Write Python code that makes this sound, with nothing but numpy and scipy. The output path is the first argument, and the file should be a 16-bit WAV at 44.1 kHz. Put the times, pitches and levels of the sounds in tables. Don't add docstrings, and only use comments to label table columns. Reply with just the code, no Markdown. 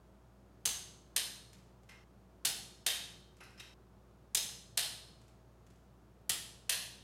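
import sys
import numpy as np
from scipy import signal
from scipy.fft import rfft, irfft
from scipy.io import wavfile
from scipy.ndimage import uniform_filter1d

SR = 44100
rng = np.random.default_rng(int(sys.argv[2]) if len(sys.argv) > 2 else 0)


def persist_wave(psi):
    counts = np.round(np.clip(psi, -1, 1) * 32767).astype(np.int16)
    wavfile.write(sys.argv[1], SR, np.atleast_2d(counts).T)


N = 310023
T = np.arange(SR) / SR
HZ = np.arange(SR // 2 + 1)


def undb(db):
    return 10 ** (np.asarray(db) / 20)


def unit(x):
    return x / np.sqrt(np.mean(x ** 2))


def along(points, hz):
    f, value = np.transpose(points)
    return np.interp(np.log(hz + 1), np.log(f), value)


def wander(rate_hz):
    hold = int(SR / rate_hz)
    steps = np.repeat(rng.standard_normal(N // hold + 1), hold)
    return unit(uniform_filter1d(uniform_filter1d(steps, hold), hold)[:N])


def room_air(level_db=-64):
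    # f/Hz, relative level/dB
    colour = [(15, -57.5), (25, -31.5), (41, -12), (64, -22.5), (82, -12), (108, -3.5), (141, -9.5),
              (200, -5), (229, -13), (363, -13), (451, -15), (659, -17), (1330, -23.5), (2000, -32.5),
              (16000, -46)]
    hz = np.arange(N // 2 + 1) * SR / N
    rush = irfft(rfft(rng.standard_normal(N)) * undb(along(colour, hz)), N)
    return undb(level_db) * unit(rush)


def motor_hum(waver_db=1.25, drift_rad=.55):
    # f/Hz, rms level/dB
    partials = [(59.2, -65), (118.4, -69.5), (194.5, -77), (367, -77), (640.6, -83.5), (6589, -99.5)]
    t = np.arange(N) / SR
    hum = np.zeros(N)
    for k, (hz, db) in enumerate(partials):
        gain = np.sqrt(2) * undb(db + waver_db * min(k, 2) * wander(3))
        drift = drift_rad * (k + 0.13) * wander(7.1)
        hum += gain * np.sin(2 * np.pi * hz * t + drift)
    return hum


def chatter(length_s, rise=0.21, settle_s=0.0022):
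    attack = np.minimum((T + 1 / SR) / length_s, 1) ** rise
    envelope = attack * np.exp(-np.maximum(T - .8 * length_s, 0) / settle_s)
    burst = rng.standard_normal(SR) * envelope
    for _ in range(4):
        burst = irfft(np.exp(1j * np.angle(rfft(burst)))) * envelope ** .25
    return burst / np.linalg.norm(burst)


def body(x, db):
    cepstrum = irfft(np.log(undb(db)))
    cepstrum[1:SR // 2] *= 2
    cepstrum[SR // 2 + 1:] = 0
    return irfft(rfft(x) * np.exp(rfft(cepstrum)))


def driven(modes, spot_hz, lift_db, width_hz=220):
    return [(hz, db + lift_db * np.exp(-((hz - spot_hz) / width_hz) ** 4), t60) for hz, db, t60 in modes]


def strike(blow, colour, modes, modes_db):
    tones = sum(undb(db) / np.sqrt(t60 * SR) * np.sin(2 * np.pi * hz * T) * 1000 ** (-T / t60)
                for hz, db, t60 in modes)
    crack = body(blow, along(colour, HZ))
    return crack + undb(modes_db) * signal.fftconvolve(blow, tones)[:SR]


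def seating(tilt_db, grip_hz, grip_db, ripple_db=1.5, ripple_step_hz=261):
    tilt = tilt_db * np.log2(np.maximum(HZ, 500) / 5000)
    half_width_hz = 0.025 * grip_hz + 30
    freed = grip_db / (1 + ((HZ - grip_hz) / half_width_hz) ** 2)
    ripple = rng.standard_normal(128)
    return tilt + freed + ripple_db * np.interp(HZ / ripple_step_hz, np.arange(len(ripple)), ripple)


def workshop(x, wet_db, build_s=0.0017, thicken_s=0.055, sparse=0.27):
    # f/Hz, t60/s, relative level/dB
    bands = [(200, 1, 0), (700, 0.73, 2.5), (1990, 0.62, 1), (3830, 0.65, 1.25), (6800, 0.61, -3),
             (9380, 0.54, -2.5), (12900, 0.46, -1.5), (16200, 0.31, 0.5)]
    # delay/s, level/dB
    echoes = [(.0058, -7.5), (0.0172, -38.5), (0.0374, -18.5)]
    density = np.clip(sparse * (.1 + (T / thicken_s) ** 2), .001, 1)
    wash = rfft(rng.standard_normal(SR) * (rng.random(SR) < density) / np.sqrt(density))
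    centres = np.array(bands)[:, 0]
    tail = sum(undb(db) * irfft(wash * np.interp(HZ, centres, share)) * 1000 ** (-T / t60)
               for share, (_, t60, db) in zip(np.eye(len(bands)), bands))
    tail *= 1 - np.exp(-T / build_s)
    response = tail * undb(wet_db) / np.linalg.norm(tail)
    response[0] += 1
    for delay, db in echoes:
        response[int(delay * SR)] += undb(db)
    return signal.fftconvolve(x, response)[:SR]


def frame_shudder(band_hz=(105, 200), swell_s=0.2):
    bandpass = signal.butter(2, band_hz, "band", fs=SR, output="sos")
    rumble = signal.sosfilt(bandpass, rng.standard_normal(SR))
    return unit(rumble) * T / swell_s * np.exp(1 - T / swell_s)


def place(out, s, x):
    cuts = [2.04, 3.74]
    start = int(s * SR)
    stop = min([N, start + len(x)] + [int(cut * SR) for cut in cuts if cut > s])
    out[start:stop] += x[:stop - start]


def wrench(snaps, colour, gain_db, ring_db, bolt_db, shudder_db, wet_db):
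    # f/Hz, relative
    # level/dB, t60/s
    engine_modes = [(470, -10, .12), (735, -10, .08), (927, -16, .25), (1279, -19, .25), (1740, -10, .15),
                    (2794, -8, .25), (2982, -7, .25), (3127, -5, .2), (3240, -9, .18), (3348, -8, .2),
                    (3752, -1, .2), (3805, -7, .15), (4085, -6, .45), (4269, -1.5, .27), (4375, -5, .2),
                    (4985, -7, .35), (5186, -9, .42), (5303, -10, .42), (6315, -9, .35), (6521, -9, .4),
                    (8100, -13, .4), (8680, -7, .3), (8830, -8, .3), (9570, -5, .22), (10110, -5, .25),
                    (11300, -11, .25), (11930, -11, .25), (12940, -12, .25), (13697, -13, .25)]
    out = np.zeros(N)
    for s, db, length_s, tilt_db, bolt_hz, grip_hz, grip_db in snaps:
        modes = driven(engine_modes, bolt_hz, bolt_db)
        hit = strike(chatter(length_s), colour, modes, ring_db)
        snap = body(hit, seating(tilt_db, grip_hz, grip_db))
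        place(out, s, undb(gain_db + db) * workshop(snap, wet_db) + undb(shudder_db) * frame_shudder())
    return out


def break_over():
    # t/s, relative level/dB, chatter/s, tilt/(dB per octave),
    # bolt's pitch f/Hz, resonance freed by the grip f/Hz, its lift/dB
    snaps = [(.6535, 0, 0.0067, -0.3, 8100, 6390, 12), (2.4490, 1, 0.0087, 0, 5210, 4290, 5),
             (4.3470, 1.5, 0.006, 0.5, 5130, 6470, 7.5), (6.2935, 0, 0.0071, 0, 3310, 1970, 5.5)]
    # f/Hz, level/dB
    colour = [(150, -7), (450, -24), (750, -6), (1050, -14), (1900, -4.5), (2450, -5), (3150, 2.5),
              (4700, 0), (5800, 1), (7500, 3.5), (9700, 4), (11000, 0), (14000, -6), (15800, -13.5)]
    return wrench(snaps, colour, gain_db=-2, ring_db=-9, bolt_db=11, shudder_db=-67.5, wet_db=1.5)


def snap_back():
    # t/s, relative level/dB, chatter/s, tilt/(dB per octave),
    # bolt's pitch f/Hz, resonance freed by the grip f/Hz, its lift/dB
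    snaps = [(1.1620, -.3, 0.0041, 0, 8300, 8800, 4.9), (2.8633, 0, 0.0054, -0.47, 3830, 3106, 5.8),
             (4.7730, 0.17, 0.0059, -0.2, 5000, 4190, 2.4), (6.6937, -0.23, 0.0051, -0.27, 5560, 2650, 7.6)]
    # f/Hz, level/dB
    colour = [(150, -35), (500, -9), (1300, -9.5), (1750, 1), (2300, -4), (2900, 1), (4200, 5), (5200, 2),
              (7500, 1.5), (8600, 4.5), (9900, 5), (10750, -3.5), (12600, 1), (15800, -24)]
    return wrench(snaps, colour, gain_db=-1.86, ring_db=-5, bolt_db=6, shudder_db=-69, wet_db=2)


def ratchet(gain_db=-3):
    # t/s, relative level/dB
    ticks = [(1.53, -26), (1.832, -40), (3.367, -34.5), (3.506, -37), (5.214, -35.5), (5.279, -35),
             (5.665, -36.5), (5.701, -36.5), (5.758, -43)]
    # f/Hz, level/dB
    colour = [(500, -25), (2000, 0), (4000, -4.5), (7200, -0.5), (9800, -6.5), (12000, -9), (16000, -27)]
    out = np.zeros(N)
    for s, db in ticks:
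        tick = body(chatter(length_s=0.004, rise=0.17, settle_s=.003), along(colour, HZ))
        place(out, s, undb(gain_db + db) * workshop(tick, wet_db=2))
    return out


def socket(gain_db=-3):
    # t/s, relative level/dB, tilt/(dB per octave),
    # nut's pitch f/Hz, resonance freed by the grip f/Hz, its lift/dB
    knocks = [(1.8886, -23, -0.1, 2100, 2020, 2), (3.4032, -25, -3.5, 1520, 11000, 19),
              (3.431, -27, 3.5, 5400, 4100, 13), (3.575, -29, -1, 5600, 5140, 16),
              (3.5949, -17, 2, 7540, 3810, 16)]
    # f/Hz, level/dB
    colour = [(200, -8), (700, -7.5), (1400, 1), (2150, 1.5), (2640, 7.5), (3200, -3.5), (4500, -4.5),
              (5600, -0.5), (6800, -7), (9500, -8), (12000, -12), (15500, -31)]
    # f/Hz, relative level/dB, t60/s
    socket_modes = [(1586, -7, 0.08), (2020, -5, 0.14), (2130, 1.5, .2), (2660, -14.5, 0.096),
                    (3180, -1, 0.068), (3590, -20, .12), (3940, -11, 0.13), (5460, -3, .18),
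                    (5340, -15, .15), (7570, -12, 0.17)]
    out = np.zeros(N)
    for s, db, tilt_db, nut_hz, grip_hz, grip_db in knocks:
        rattle = chatter(length_s=0.0098, rise=0.38, settle_s=0.0038)
        modes = driven(socket_modes, nut_hz, lift_db=10.5)
        hit = strike(rattle, colour, modes, modes_db=-7)
        clink = body(hit, seating(tilt_db, grip_hz, grip_db))
        place(out, s, undb(gain_db + db) * workshop(clink, wet_db=3))
    return out


def scene():
    tool = break_over() + snap_back() + socket() + ratchet()
    bed = room_air() + motor_hum()
    return np.tile(tool + bed, (2, 1))


def record(dry):
    low_cut = signal.butter(4, 44, "high", fs=SR, output="sos")
    high_cut = signal.ellip(10, .2, 80, 16000, fs=SR, output="sos")
    return signal.sosfilt(high_cut, signal.sosfilt(low_cut, dry))


dry = scene()
out = record(dry)
persist_wave(out)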